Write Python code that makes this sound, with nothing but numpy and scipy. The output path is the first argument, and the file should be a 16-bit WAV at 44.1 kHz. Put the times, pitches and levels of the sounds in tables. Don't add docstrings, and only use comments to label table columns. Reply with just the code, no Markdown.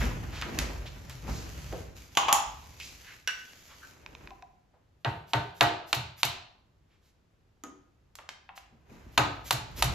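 import sys
import numpy as np
from scipy import signal
from scipy.fft import rfft, irfft, next_fast_len
from scipy.io import wavfile
from scipy.ndimage import uniform_filter1d, map_coordinates

SR = 44100
rng = np.random.default_rng(int(sys.argv[2]) if len(sys.argv) > 2 else 0)


def unload_wav(signal):
    wavfile.write(
        sys.argv[1],
        SR,
        np.round(np.clip(np.atleast_2d(signal).T, -1, 1) * 32767).astype(np.int16),
    )


N = 438354
SIZE = 32768
T, HZ = np.arange(SIZE) / SR, np.fft.rfftfreq(SIZE, 1 / SR)
NOW = np.arange(N) / SR
SIDEWAYS = np.array([[1], [-1]])


def amp(db):
    return 10 ** (np.asarray(db) / 20)


def unit(x):
    return x / np.sqrt(np.mean(x ** 2) + 1e-20)


def read(points, hz=HZ):
    f, value = np.transpose(points)
    return np.interp(np.log(hz + 1), np.log(f + 1), value)


def add(mix, s, sound):
    part = mix[..., max(round(s * SR), 0):][..., :sound.shape[-1]]
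    part += sound[..., :part.shape[-1]]


def decay(t60_s):
    return np.exp(-np.log(1000) * T / t60_s)


def colour(x, db):
    cepstrum = irfft(np.log(amp(db)))
    cepstrum[1:SIZE // 2] *= 2
    cepstrum[SIZE // 2 + 1:] = 0
    return irfft(rfft(x) * np.exp(rfft(cepstrum)))


def burst(t60_s, db, smooth_bins=400, rise_s=.00035):
    onset = 1 - np.exp(-(T / rise_s) ** 2)
    x = rng.standard_normal(SIZE) * decay(t60_s) * onset
    power = uniform_filter1d(abs(rfft(x)) ** 2, smooth_bins)
    return colour(x, db - 10 * np.log10(abs(power) + 1e-9))


def hardness(low_db, mid_db, top_db):
    return read([(1000, low_db), (3000, mid_db), (11000, top_db)])


def hump(hz, q):
    detuning = (HZ + 20) / hz - hz / (HZ + 20)
    return np.maximum(-20 * np.log10(1 + (q * detuning) ** 2), -50)


def grains(grain_db):
    return rng.standard_normal(SIZE) * amp(grain_db * np.minimum(rng.exponential(1, SIZE), 6))


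def ring(modes, rise_s, vary_db=4):
    out = np.zeros((2, SIZE))
    for hz, db, t60_s in modes:
        phase = 2 * np.pi * rng.random() + rng.normal(0, 0.37, (2, 1))
        share_db = vary_db * (2 * rng.random() - 1)
        out += amp(db + share_db) * decay(t60_s) * np.sin(2 * np.pi * hz * T + phase)
    return out * (1 - np.exp(-T / rise_s))


def struck(hits, modes, rise_s):
    out = np.zeros(N)
    for s, db in hits:
        add(out, s, amp(db) * ring(modes, rise_s, vary_db=4.5)[0])
    return out


# (frequency [Hz], left-right correlation [-1..1])
STEREO_LIKENESS = [(60, 0.92), (290, 0.72), (630, 0.05), (1380, 0.05), (3000, 0.36), (14000, 0.16)]


def wide_side(width_db):
    return width_db + 10 * np.log10(np.clip(1 - read(STEREO_LIKENESS), .01, 1))


def pair(spectrum):
    size = next_fast_len(N)
    hz = np.fft.rfftfreq(size, 1 / SR)
    mid, side = rfft(rng.standard_normal((2, size)))
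    same = np.clip(read(STEREO_LIKENESS, hz), -1, 1)
    mid, side = mid * np.sqrt(1 + same), side * np.sqrt(1 - same)
    left_right = np.array([mid + side, mid - side])
    return unit(irfft(left_right * amp(read(spectrum, hz)), size)[:, :N])


def flutter(size):
    return unit(uniform_filter1d(uniform_filter1d(rng.standard_normal(N), size), size))


def gesture(start, attack, end, release_db_per_s):
    build_up = np.clip((NOW - start) / attack, 0, 1) ** 2
    return build_up * amp(-release_db_per_s * np.maximum(NOW - end, 0))


# (frequency [Hz], level [dB])
AIR_SPECTRUM = [(20, -15.5), (45, -1), (80, 0.5), (200, -11.5), (700, -20), (15000, -43)]


def still_air(air_db=-64.5):
    return amp(air_db) * pair(AIR_SPECTRUM)


# (time [s], low bumping level [dB])
BODY_SWAY = [(0, -34), (1.15, -46), (1.6, -40.5), (2.1, -54), (2.8, -52), (3.3, -62.5), (4.65, -80),
             (8.5, -76.5), (9.1, -49), (9.9, -47)]
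# (time of maximum [s], build-up [s], low bumping level [dB], cloth rubbing level [dB])
BODY_SHIFTS = [(0.005, 0.21, -27, -35.5), (0.611, 0.28, -35, -36), (1.298, 0.12, -33, -41.5),
               (1.76, 0.2, -36, -50), (4.258, 0.93, -52, -53.5), (8.931, 0.1, -52, -53),
               (9.93, 0.36, -30, -39.5)]
SETTLE_DB_PER_S = 71.5
# (start [s], time until release [s], hiss level [dB])
WIPE_STROKES = [(-0.02, 0.023, -40), (0.174, 1, -58.5), (1.078, 0.3, -56.5), (1.252, 0.54, -51),
                (1.937, 0.099, -53.5), (2.102, 0.83, -56), (2.774, 0.37, -54.5), (3.28, 0.61, -56)]
WIPE_ATTACK_S, WIPE_RELEASE_DB_PER_S = 0.026, 109


def motion(sway_rub_db=-10, sleeve_hiss_db=-10):
    bump = amp(np.interp(NOW, *np.transpose(BODY_SWAY)))
    rub = bump * amp(sway_rub_db)
    for s, build, bump_db, rub_db in BODY_SHIFTS:
        shift = gesture(s - build, build, s, SETTLE_DB_PER_S)
        bump = np.hypot(bump, amp(bump_db) * shift)
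        rub = np.hypot(rub, amp(rub_db) * shift)
    hiss = rub * amp(sleeve_hiss_db)
    for s, length, db in WIPE_STROKES:
        wipe = gesture(s, WIPE_ATTACK_S, s + length, WIPE_RELEASE_DB_PER_S)
        hiss = np.hypot(hiss, amp(db) * wipe)
    return bump, rub, hiss


def bounced(x, delay_s=0.00075, wander=0.13, bounce_db=-11):
    at = (NOW - delay_s * (1 + wander * flutter(size=9000))) * SR
    reflection = np.array([map_coordinates(side, [at], order=3) for side in x])
    return unit(x + amp(bounce_db) * reflection)


def crackle(per_s, t60_s, spectrum):
    snaps = (rng.random(N) < per_s / SR) * amp(4 * np.minimum(rng.exponential(1, N), 3))
    return unit(signal.oaconvolve(snaps, burst(t60_s, read(spectrum)))[:N])


# (frequency [Hz], level [dB])
BUMPING_SPECTRUM = [(15, -42.5), (36, -9.5), (50, 7), (66, 6), (90, 0), (150, -2), (260, -21.5), (500, -56)]
# (frequency [Hz], level [dB])
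RUBBING_SPECTRUM = [(70, -11.5), (260, 0.5), (800, -6), (2500, -12.5), (6000, -40)]
# (frequency [Hz], level [dB])
HISSING_SPECTRUM = [(500, -4.5), (1300, -7), (2200, -2), (4000, -5), (6800, -3.5), (8500, -12), (11500, -9),
                    (13800, -7), (15000, -31)]


def handling(bump_db=-1, rub_db=-1, hiss_db=0, rub_rough_db=2, hiss_rough_db=0.5, crinkle_db=-5, tug_db=-7):
    bump, rub, hiss = motion()
    out = pair(BUMPING_SPECTRUM) * bump * amp(bump_db)
    out += pair(RUBBING_SPECTRUM) * rub * amp(rub_db + rub_rough_db * flutter(size=500))
    out += bounced(pair(HISSING_SPECTRUM)) * hiss * amp(hiss_db + hiss_rough_db * flutter(size=300))
    creases = crackle(per_s=160, t60_s=0.0016, spectrum=HISSING_SPECTRUM) * hiss * amp(crinkle_db)
    tugs = crackle(per_s=160, t60_s=0.068, spectrum=RUBBING_SPECTRUM) * rub * amp(tug_db)
    return creases + tugs, out


# (time [s], level [dB])
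FOOTFALLS = [(0.0, -18), (0.045, -28), (0.585, -23.5), (0.76, -26.5), (1.26, -33), (1.8, -37),
             (2.46, -38.5), (9.88, -39)]
# (frequency [Hz], level [dB], t60 [s])
FLOOR_MODES = [(52, 1, 0.4), (67, -3.5, 0.28)]
# (start [s], time until release [s], level [dB], pitch [Hz])
LOW_HUMS = [(0.8, 0.42, -49.5, 124.6), (2.054, 0.73, -56, 70)]


def floorboards(waver_db=3.0):
    out = struck(FOOTFALLS, FLOOR_MODES, rise_s=0.02)
    for s, length, db, hz in LOW_HUMS:
        envelope = gesture(s, WIPE_ATTACK_S, s + length, SETTLE_DB_PER_S)
        level = amp(db + waver_db * flutter(size=2000))
        tone = unit(np.sin(2 * np.pi * hz * NOW + flutter(size=3000)))
        out += envelope * level * tone
    return out


# (time [s], level [dB], pitch [Hz])
SOFT_BUMPS = [(0.005, 10, 1650), (0.021, 18.5, 230), (0.44, 11.5, 257), (0.519, 12.5, 265), (0.694, 4, 490),
              (1.247, 9.5, 257), (1.274, 18, 161), (1.727, -0.5, 320), (1.275, 4.5, 760), (4.734, -16, 700),
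              (7.645, 1, 320), (8.72, -5, 200), (8.910, 1.5, 230), (9.06, -3.5, 260.7)]


def bumps(t60_s=0.24, q=1.1, rise_s=0.004):
    out = np.zeros(N)
    for s, db, hz in SOFT_BUMPS:
        add(out, s, burst(t60_s, hump(hz, q) + db, smooth_bins=100, rise_s=rise_s))
    return out


# (middle [s], length [s], level [dB], resonance [Hz], sharpness [Q])
SCRAPES_AND_RUSTLES = [(0.37, 0.12, -42, 1600, 0.44), (0.873, 0.039, -44.5, 2900, 0.97),
                       (1.363, 0.2, -48, 5200, 1.1), (2.845, 0.13, -47, 4940, 1),
                       (3.099, 0.15, -50, 1900, 1.0), (3.719, 0.077, -53, 1330, 0.58),
                       (3.839, 0.053, -49.5, 1540, 4.2), (6.934, 0.11, -71.5, 2050, 0.65),
                       (7.067, 0.12, -69, 3000, 0.23), (8.574, 0.042, -49.5, 3466, 0.14)]


def scrapes_and_rustles(grain_db=2.5):
    out = np.zeros(N)
    for s, length, db, hz, q in SCRAPES_AND_RUSTLES:
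        slips = unit(colour(grains(grain_db), hump(hz, q)))
        stroke = np.sin(np.pi * np.minimum(T / length, 1))
        add(out, s - length / 2, amp(db) * stroke * slips)
    return out


# (time [s], tick level [dB], treble tilt by hardness [dB/octave],
# ring level [dB], ring pitch [Hz], ring sharpness [Q])
METAL_CLICKS = [(0.414, -3.5, -3, -15, 1580, 1.3), (0.4218, 1.5, -10.5, 8.5, 1510, 1.36),
                (0.588, 5.5, 1.5, 3, 1740, 0.64), (1.0962, -24, 8, -8.5, 1590, 0.26),
                (1.7253, -11.5, -21, 14.5, 472, 1.26), (2.8, -11, -1.5, 3, 2560, 2.7),
                (3.2748, 3, -1, 10, 1940, 1.1), (7.637, -20.5, 4.5, -4.5, 891, 0.75),
                (8.154, -18, 5, -28, 899, 1.1), (8.187, -12, -21, -6, 960, 0.68),
                (8.29, -3.5, -6, -13.5, 1000, 0.29), (8.4906, -10.5, -35, -4, 914, 2),
                (8.577, -10.5, -21, -23, 1100, 0.74)]
# (frequency [Hz], level [dB])
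CLICK_SPECTRUM = [(100, -23.5), (450, -1), (900, 2), (6000, -1.5), (12000, -7), (16000, -18.5)]


def clicks(tick_t60_s=0.011, ring_t60_s=0.17, treble_hz=3000, thin_q=1, thin_db=-9):
    out = np.zeros(N)
    octaves = np.log2(np.maximum(HZ / treble_hz, 1))
    for s, tick_db, tilt_db, ring_db, hz, q in METAL_CLICKS:
        below_db = np.where(HZ < hz, np.maximum(hump(hz, thin_q), thin_db), 0)
        tick_spectrum_db = read(CLICK_SPECTRUM) + tick_db + tilt_db * octaves + below_db
        add(out, s, burst(tick_t60_s, tick_spectrum_db))
        add(out, s, burst(ring_t60_s, hump(hz, q) + ring_db, smooth_bins=100))
    return out


# (time [s], level at 1 kHz [dB], at 3 kHz [dB], at 11 kHz [dB], clack t60 [s], stand ring level [dB])
TOOL_CLACKS = [(2.1512, -20, -7.5, -18.5, 0.02, -33.5), (2.1713, 17, 18.5, 1.5, 0.028, -3.5),
               (2.2832, 10, 11.5, -12, 0.05, -2), (2.3272, 14, 14, 16, 0.011, -4)]
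# (frequency [Hz], level [dB])
CLACK_SPECTRUM = [(100, -13), (450, -8.5), (900, 1.5), (2200, -4.5), (3000, 3.5), (4300, -7.5), (5500, -3),
                  (6850, 6.5), (7700, -3), (11500, 2), (16000, -19)]
# (frequency [Hz], level [dB])
STAND_SPECTRUM = [(80, -2.5), (450, -3.5), (720, 23.5), (950, 27.5), (1150, 26.5), (1500, 6.5), (2400, 11),
                  (3300, -1.5), (6600, -8), (8500, -19), (15000, -14.5)]
# (frequency [Hz], level [dB], t60 [s])
STAND_RING_MODES = [(630, -9.5, .35), (703, -4, 0.32), (803, 6, .42), (858, 0.5, 0.5), (912, -0.5, .5),
                    (1108, 0.5, .4), (1245, -3.5, 0.32), (3228, -10, 0.26), (3396, -8, .5)]


def set_down(ring_t60_s=0.22, modes_db=-27, width_db=-6):
    near, wide = np.zeros(N), np.zeros((2, N))
    for s, low_db, mid_db, top_db, clack_t60_s, ring_db in TOOL_CLACKS:
        hollow_db = read(STAND_SPECTRUM) + ring_db
        add(near, s, burst(clack_t60_s, read(CLACK_SPECTRUM) + hardness(low_db, mid_db, top_db)))
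        add(near, s, burst(ring_t60_s, hollow_db, smooth_bins=100))
        add(wide, s, SIDEWAYS * burst(ring_t60_s, hollow_db + wide_side(width_db), smooth_bins=100))
        add(wide, s, amp(ring_db + modes_db) * ring(STAND_RING_MODES, rise_s=0.0035))
    return near, wide


# (time [s], level [dB])
SHAFT_CLINKS = [(3.2746, -26)]
# (frequency [Hz], level [dB], t60 [s])
SHAFT_MODES = [(1507, 3, 0.13), (1655, -3.5, 0.15), (2700, -5.5, 0.11), (2890, -3, 0.1), (5670, 8, 0.014)]


def shaft_clinks():
    return struck(SHAFT_CLINKS, SHAFT_MODES, rise_s=0.0009)


# (time [s], level [dB])
BAR_TICKS = [(4.0625, -32.5), (4.1508, -33.5), (4.274, -35), (4.3065, -39), (4.4242, -40)]
# (frequency [Hz], level [dB], t60 [s])
BAR_MODES = [(990, -6, 0.021), (1574, -3.5, 0.0083), (2460, 1, 0.0097), (3710, -1.5, 0.0038),
             (5510, -3, 0.0032)]


def bar_ticks():
    return struck(BAR_TICKS, BAR_MODES, rise_s=0.000093)


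# (time [s], level [dB])
BAR_SEATINGS = [(4.3106, -35.5), (4.426, -39), (8.492, -45), (8.575, -48)]
# (frequency [Hz], level [dB], t60 [s])
SEAT_MODES = [(726, 0.5, 0.058), (789, -4.5, 0.08), (1000, 0, 0.035)]


def seat_hums():
    return struck(BAR_SEATINGS, SEAT_MODES, rise_s=0.0011)


# (time [s], crack level at 1 kHz [dB], at 3 kHz [dB], at 11 kHz [dB], crack t60 [s],
# iron ring level [dB], neighbouring part level [dB], thump level [dB], thump lag [s],
# shot landing level [dB], shot sliding level on the downswing [dB])
MALLET_BLOWS = [(5.0467, -5, 7.6, -27, 0.0076, -8.5, -34.5, -1.5, 0.013, -35.5, -79.5),
                (5.3332, 7.5, 12.8, -12, 0.014, -5.5, -26, 0, 0.012, -22, -55.5),
                (5.6081, 15.5, 20.5, -1.5, 0.018, 1.5, -30, -2.5, 0.006, -7.5, -54.5),
                (5.9286, 16.5, 15.4, -2, 0.011, -14.5, -48, -5, 0.031, -7.5, -50.5),
                (6.2314, 17.5, 17.4, 1.5, 0.007, -16, -50, -9, 0.011, -3, -48),
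                (9.1760, 22.5, 18.3, -0.5, 0.034, -1.5, -39, 0.5, 0.0092, -15, -59.5),
                (9.5073, 18.5, 12.7, 6, 0.019, -13.5, -48, -5.5, 0.02, -3.5, -41.5),
                (9.8230, 20, 14, 6.5, 0.021, -13.5, -58, -3, 0.014, -4, -38)]
# (frequency [Hz], level [dB])
CRACK_SPECTRUM = [(80, -11.5), (330, -31.5), (600, -9), (900, 0.5), (1900, -6.5), (2500, 0.5), (2950, 1),
                  (3250, -3), (3650, 3), (4250, 3.5), (5000, -4), (7000, -1), (11500, 4), (14000, -12),
                  (16000, -12.5)]
# (frequency [Hz], level [dB])
CASTING_SPECTRUM = [(40, 4.5), (200, 12.5), (400, 24.5), (540, 21.5), (720, 30), (900, 25), (1150, 24),
                    (1650, 22.5), (2600, 11.5), (4100, 4.5), (5500, -8.5), (15000, -13.5)]
# (frequency [Hz], level [dB], t60 [s])
CASTING_MODES = [(296.7, -7.5, .3), (314.4, -8, 0.39), (556, -10.5, 0.27), (698, -1, 0.44), (804, -9, 0.26),
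                 (832, -3.5, 0.32), (846, -6.5, 0.27), (915, -2.5, 0.47), (1180, -14, 0.31),
                 (1230, -15, .38), (1512, -8.5, 0.49), (1610, -6, 0.17), (1925, -6, .27),
                 (2474, -8.5, 0.16)]
# (frequency [Hz], level [dB], t60 [s])
NEIGHBOUR_MODES = [(887, -4, 0.4)]
# (frequency [Hz], level [dB])
SHOT_SPECTRUM = [(400, -32), (1300, 0.5), (2500, 4.5), (5000, 4.5), (8000, 2.5), (14000, 6.5),
                 (16000, -26.5)]
SWING_LEAD_S, SWING_SLIDE_S = 0.075, 0.09


def mallet(crack_rise_s=0.00099, scatter_t60_s=0.013, clang_t60_s=0.25, clang_db=-4, width_db=-4,
           modes_db=-23, thump_hz=126, thump_db=-25, swell_s=0.021, boom_t60_s=0.48, boom_db=26, boom_q=1.8,
           shot_lag_s=0.016, shot_grain_db=3):
    crack, scattered, body, wide = np.zeros(N), np.zeros(N), np.zeros(N), np.zeros((2, N))
    for (s, low_db, mid_db, top_db, crack_t60_s, ring_db, neighbour_db,
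         weight_db, lag_s, shot_db, slide_db) in MALLET_BLOWS:
        face_db = read(CRACK_SPECTRUM) + hardness(low_db, mid_db, top_db)
        add(crack, s, burst(crack_t60_s, face_db, rise_s=crack_rise_s))
        add(scattered, s, burst(scatter_t60_s, face_db, smooth_bins=70))
        casting_db = read(CASTING_SPECTRUM) + ring_db + clang_db
        add(body, s + .001, burst(clang_t60_s, casting_db, smooth_bins=110))
        add(wide, s + .001, SIDEWAYS * burst(clang_t60_s, casting_db + wide_side(width_db), smooth_bins=110))
        add(wide, s, amp(ring_db + modes_db) * ring(CASTING_MODES, rise_s=0.003))
        add(wide, s, amp(neighbour_db) * ring(NEIGHBOUR_MODES, rise_s=0.0044, vary_db=0))
        push = (T / swell_s * np.exp(1 - T / swell_s)) ** 2
        add(wide, s + lag_s, amp(weight_db + thump_db) * push * np.sin(2 * np.pi * thump_hz * T))
        floor_db = hump(thump_hz, boom_q) + weight_db + boom_db
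        add(wide, s + lag_s, burst(boom_t60_s, floor_db, smooth_bins=40, rise_s=swell_s))
        stroke = np.sin(np.pi * np.minimum(T / SWING_SLIDE_S, 1)) ** 2
        slide = unit(colour(grains(shot_grain_db), read(SHOT_SPECTRUM))) * stroke
        add(body, s - SWING_LEAD_S, amp(slide_db) * slide)
        add(body, s + shot_lag_s, burst(0.019, read(SHOT_SPECTRUM) + shot_db, rise_s=0.015))
    return crack + body, scattered + body, wide


# (time [s], level [dB])
TOP_KNOCKS = [(7.637, -41), (9.179, -24)]
# (frequency [Hz], level [dB], t60 [s])
TOP_MODES = [(290.8, -2.5, 0.23), (1247, 3, 0.059), (1430, -3.5, 0.06), (3120, 3.5, 0.0079),
             (6660, 13, 0.0059)]


def top_knocks():
    return struck(TOP_KNOCKS, TOP_MODES, rise_s=0.000565)


# (frequency [Hz], t60 [s])
ROOM_T60 = [(100, 0.57), (260, 0.63), (700, 0.62), (1800, 0.53), (4800, 0.5), (12800, 0.2)]


def tail(rise_s=0.00026):
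    white = pair([(20, 0), (20000, 0)])[:, :SIZE]
    hz, t, z = signal.stft(white, SR, nperseg=256)
    band_decay = np.exp(-np.log(1000) * t / read(ROOM_T60, hz)[:, None])
    echo = signal.istft(z * band_decay, SR, nperseg=256)[1][:, :SIZE]
    echo = echo * (1 - np.exp(-T / rise_s))
    return echo / np.linalg.norm(echo[0])


def room(x, turn_hz=.7):
    turn = 2 * np.pi * turn_hz * NOW
    shares = np.cos(turn), np.sin(turn)
    return sum(signal.oaconvolve((x * share)[None], tail(), axes=1)[:, :N] for share in shares)


# (frequency [Hz], phase [rad])
PORT_PHASE_LAG = [(100, 0), (1500, .1), (3400, .5), (6700, 1.2), (9600, 3.3), (15000, 6.8)]
# (frequency [Hz], left minus right [dB])
PORT_LEVEL_BALANCE = [(1300, 1.5), (2300, -1.2), (4300, -4), (7500, 1)]


def ports(x):
    size = next_fast_len(N + SIZE)
    hz = np.fft.rfftfreq(size, 1 / SR)
    lag = np.exp(-.5j * SIDEWAYS * read(PORT_PHASE_LAG, hz))
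    balance = amp(.5 * SIDEWAYS * read(PORT_LEVEL_BALANCE, hz))
    return irfft(rfft(x, size) * lag * balance, size)[:, :N]


def scene():
    creases, rustle = handling()
    floor = floorboards()
    small = bumps() + scrapes_and_rustles() + clicks() + creases
    clacks, stand = set_down()
    rings = shaft_clinks() + seat_hums() + top_knocks()
    ticks = bar_ticks()
    blows, scattered, iron = mallet()
    direct = ports(blows + amp(-0.5) * clacks + small + rings + ticks)
    to_room = amp(-5.5) * scattered + amp(-3.5) * clacks + amp(-4.5) * small + amp(-4.0) * rings
    to_room += amp(-13) * ticks
    return direct + room(to_room) + iron + stand + rustle + floor + still_air()


# (frequency [Hz], gain [dB])
TONE_COLOUR = [(20, -2), (7200, -2), (8300, -6.5), (9300, -23), (10600, -2), (14000, -7), (15000, -14)]


def record(dry, edge_hz=15100):
    pulse = colour(signal.unit_impulse(SIZE), read(TONE_COLOUR))[:SIZE // 32]
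    heard = np.clip(signal.oaconvolve(dry, pulse[None], axes=1)[:, :N], -1, 1)
    low_pass = signal.firwin(255, edge_hz, window=("kaiser", 9), fs=SR)
    return signal.oaconvolve(heard, low_pass[None], "same")


dry = scene()
out = record(dry)
unload_wav(out)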